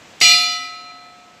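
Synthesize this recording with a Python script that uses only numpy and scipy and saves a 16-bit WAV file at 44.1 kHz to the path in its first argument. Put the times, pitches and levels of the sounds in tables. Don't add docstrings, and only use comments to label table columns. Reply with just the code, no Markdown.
import sys
import numpy as np
from scipy import signal
from scipy.fft import rfft, irfft, next_fast_len
from scipy.io import wavfile

SR = 44100
rng = np.random.default_rng(int(sys.argv[2]) if len(sys.argv) > 2 else 0)


def inscribe(sig):
    pcm = np.round(np.clip(np.atleast_2d(sig).T, -1, 1) * 32767)
    wavfile.write(sys.argv[1], SR, pcm.astype(np.int16))


N = 61739
STRIKE_S = 0.2125


# f/Hz, level/dB, T60/s, beat rate/Hz, amplitude ratio of the twin
BELL_MODES = [(714.8, -28, 2.53, 0.99, 0.41), (1296, -19, 2.05, 5.6, 0.06), (1990.6, -18, 1.37, 2.48, 0.38),
              (2023, -19.5, 0.54, 2, 0.55), (2180, -41, 1.8, 1.9, 0.5), (2345, -25, 1.03, 2.06, 0.7),
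              (2428, -21.5, 1.13, 9.06, 0.73), (2803, -14, 0.93, 1.35, 0.39),
              (2971.5, -13.5, 0.91, 2.97, .44), (3497, -16.5, 1.214, 0.83, 0.65),
              (3673, -23.5, 1.12, 1.4, .28), (4050, -32, 0.65, 1.6, 0.6), (4026, -21.5, 1.17, 6.93, 0.55),
              (4123, -8, 1.164, 1.14, 0.34), (4410, -11.5, 0.75, 8.6, 0.65), (4660, -20.5, 0.67, 3.3, 1),
              (4876, -8, 0.82, 6.8, 0.41), (5320, -23, 0.93, 7.1, 0.1), (5778, -10.5, 0.81, 2.82, 0.3),
              (5880, -25, 0.75, 10.9, .27), (6130, -36, 1.16, 1.5, .31), (6676, -27.5, 0.78, 4, .3),
              (6792, -14.5, 0.65, 3.44, 0.41), (6820, -28.5, 1, 1.4, 0.36), (6985, -30.5, 1, 1.4, 0.8),
              (7737, -30, 0.7, 9.7, 0.1), (7776, -25, 0.53, 9.9, 0.9), (7890, -18, 0.68, 2.4, 0.46)]
# f/Hz, level/dB
HIGH_MODES = [(8377, -48), (9114, -32), (9282, -37.5), (10288, -36.5), (10371, -29), (10566, -30.5),
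              (11615, -40), (11702, -29.5), (11881, -49), (13061, -31), (13239, -45), (13880, -45),
              (14450, -49), (14658, -49), (15430, -47)]

def bell(t):
    main = sum(partial(t, *mode) for mode in BELL_MODES)
    high = sum(partial(t, hz, db, t60=0.69, beat_hz=6.45 * (0.5 + rng.random()), twin=0.4)
               for hz, db in HIGH_MODES)
    return main + high


def partial(t, hz, db, t60, beat_hz, twin):
    direct_share, bloom_s, full_scatter_hz = 0.22, 0.063, 2520
    bloom = 1 - np.exp(-t / bloom_s)
    beating = 1 + twin * np.exp(2j * np.pi * beat_hz * t)
    pair = beating * (direct_share + (1 - direct_share) * bloom)
    depth = 0.27 * min(hz / full_scatter_hz, 1)
    scatter = depth * bloom * decay(t, t60=4.8) * waver(width_hz=30)
    carrier = np.exp(2j * np.pi * (hz * t + rng.random()))
    return amp(db) * decay(t, t60) * ((pair + scatter) * carrier).real


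def low_ring(t):
    ring_hz = 269
    ring = (waver(width_hz=10.7) * np.exp(2j * np.pi * ring_hz * t)).real
    return amp(-44.5) * decay(t, t60=3.1) * ring


# t/s from the start of the scene, relative level/dB
CLUSTER_ENVELOPE = [(0.215, -29), (0.257, -15), (0.287, -20), (0.317, -17.5), (0.343, -17.5), (0.367, -37),
                    (0.423, -21.5), (0.491, -37.5), (0.569, -32.5), (0.587, -41), (0.643, -38),
                    (0.849, -55), (0.911, -42), (0.957, -64), (1.0, -53)]

def mode_cluster(t):
    centre_hz = 2395
    times, db = np.transpose(CLUSTER_ENVELOPE)
    clock = t + STRIKE_S
    tail = decay(np.maximum(clock - times[-1], 0), t60=1.99)
    envelope = amp(np.interp(clock, times, db) - 0.5) * tail
    tone = (1 + waver(width_hz=32)) * np.exp(2j * np.pi * centre_hz * t)
    return envelope * unit(tone.real)


# f/Hz, relative spectral level/dB
CLANG_SPECTRUM = [(50, -53), (120, -4), (175, -3.5), (240, -11), (500, -11.5), (1000, -12), (1700, -13.5),
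                  (2100, 0.5), (2500, -1), (3200, -5), (4200, -7.5), (5000, -3.5), (6300, -12.5),
                  (7900, -9.5), (8500, -24), (13000, -30), (15400, -36), (16000, -52)]
# f/Hz, T60/s
CLANG_DECAY = [(130, 0.83), (500, 1), (1200, 1), (2400, 1), (5000, 1), (12000, 1)]

def clang(t):
    rise_s = 0.0057
    hz, times, bands = signal.stft(noise(CLANG_SPECTRUM), SR, nperseg=512)
    damping = decay(np.maximum(times - STRIKE_S, 0), at_frequency(CLANG_DECAY, hz)[:, None])
    wash = signal.istft(bands * damping, SR, nperseg=512)[1][:N]
    return amp(-22) * (1 - np.exp(-t / rise_s)) * wash


def shimmer(t):
    low_hz, high_hz, spread_db = 1930.5, 15330, 16
    pitch, strength, phases = rng.random(size=(140, 3)).T
    hz = low_hz * (high_hz / low_hz) ** pitch
    db = at_frequency(CLANG_SPECTRUM, hz) + spread_db * (2 * strength - 1)
    gains = amp(db) * np.sqrt(hz)
    modes = sum(gain * np.sin(2 * np.pi * (f * t + phase)) for f, gain, phase in zip(hz, gains, phases))
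    rms = np.sqrt(np.sum(gains ** 2) / 2)
    return amp(-18.5) * decay(t, t60=0.79) * modes / rms


# f/Hz, relative spectral level/dB
CRACK_SPECTRUM = [(100, -37), (400, -10), (1500, -12.5), (2100, 7.5), (3200, -9.5), (4700, 1.5),
                  (6500, -19), (8000, -23), (8700, -32), (15000, -26), (16000, -53)]

def hammer_crack(t):
    return amp(-9) * decay(t, t60=0.064) * noise(CRACK_SPECTRUM)


def hammer_touch(clock):
    onset_s, width_s, band_hz = 0.2028, 0.012, (3430, 7700)
    bandpass = signal.butter(2, band_hz, "band", fs=SR, output="sos")
    tick = unit(signal.sosfilt(bandpass, rng.standard_normal(N)))
    age = (clock - onset_s) / width_s
    return amp(-28.5) * tick * (age > 0) * np.exp(-age ** 2 / 2)


# f/Hz, relative spectral level/dB
HUSH_SPECTRUM = [(25, -3), (60, -0.5), (140, -2.5), (270, -3), (400, -4.5), (700, -2.5), (1200, -7),
                 (2500, -6), (5000, -13.5), (7800, -16), (8800, -29.5), (15000, -35), (16000, -63)]

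def town_hush(clock):
    return noise(HUSH_SPECTRUM) * amp(np.where(clock < STRIKE_S, -45, -49.5))


def noise(spectrum):
    gain = amp(at_frequency(spectrum, np.fft.rfftfreq(N, 1 / SR)))
    return unit(irfft(rfft(rng.standard_normal(N)) * gain, N))


def waver(width_hz):
    size = next_fast_len(N)
    white = rng.standard_normal(size) + 1j * rng.standard_normal(size)
    hz = np.fft.fftfreq(size, 1 / SR)
    return unit(np.fft.ifft(white / (1 + (hz / width_hz) ** 2))[:N])


def decay(t, t60):
    return np.exp(-np.log(1000) * t / t60)


def at_frequency(table, hz):
    f, value = np.transpose(table)
    return np.interp(np.log(hz + 1), np.log(f + 1), value)


def amp(db):
    return 10 ** (np.asarray(db) / 20)


def unit(x):
    return x / np.sqrt(np.mean(abs(x) ** 2) + 1e-20)


def scene():
    attack_s = 0.00028
    clock = np.arange(N) / SR
    t = np.maximum(clock - STRIKE_S, 0)
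    stroke = bell(t) + low_ring(t) + mode_cluster(t) + clang(t) + shimmer(t) + hammer_crack(t)
    onset = np.minimum(t / attack_s, 1)
    return (onset * stroke + hammer_touch(clock) + town_hush(clock))[None]


def record(dry):
    ceiling, low_cut_hz, high_cut_hz = 1.05, 98, 15900
    saturated = dry / (1 + (dry / ceiling) ** 6) ** (1 / 6)
    highpass = signal.butter(2, low_cut_hz, "high", fs=SR, output="sos")
    lowpass = signal.firwin(511, high_cut_hz, window=("kaiser", 9), fs=SR)
    return signal.oaconvolve(signal.sosfilt(highpass, saturated), lowpass[None], "same")


dry = scene()
out = record(dry)
inscribe(out)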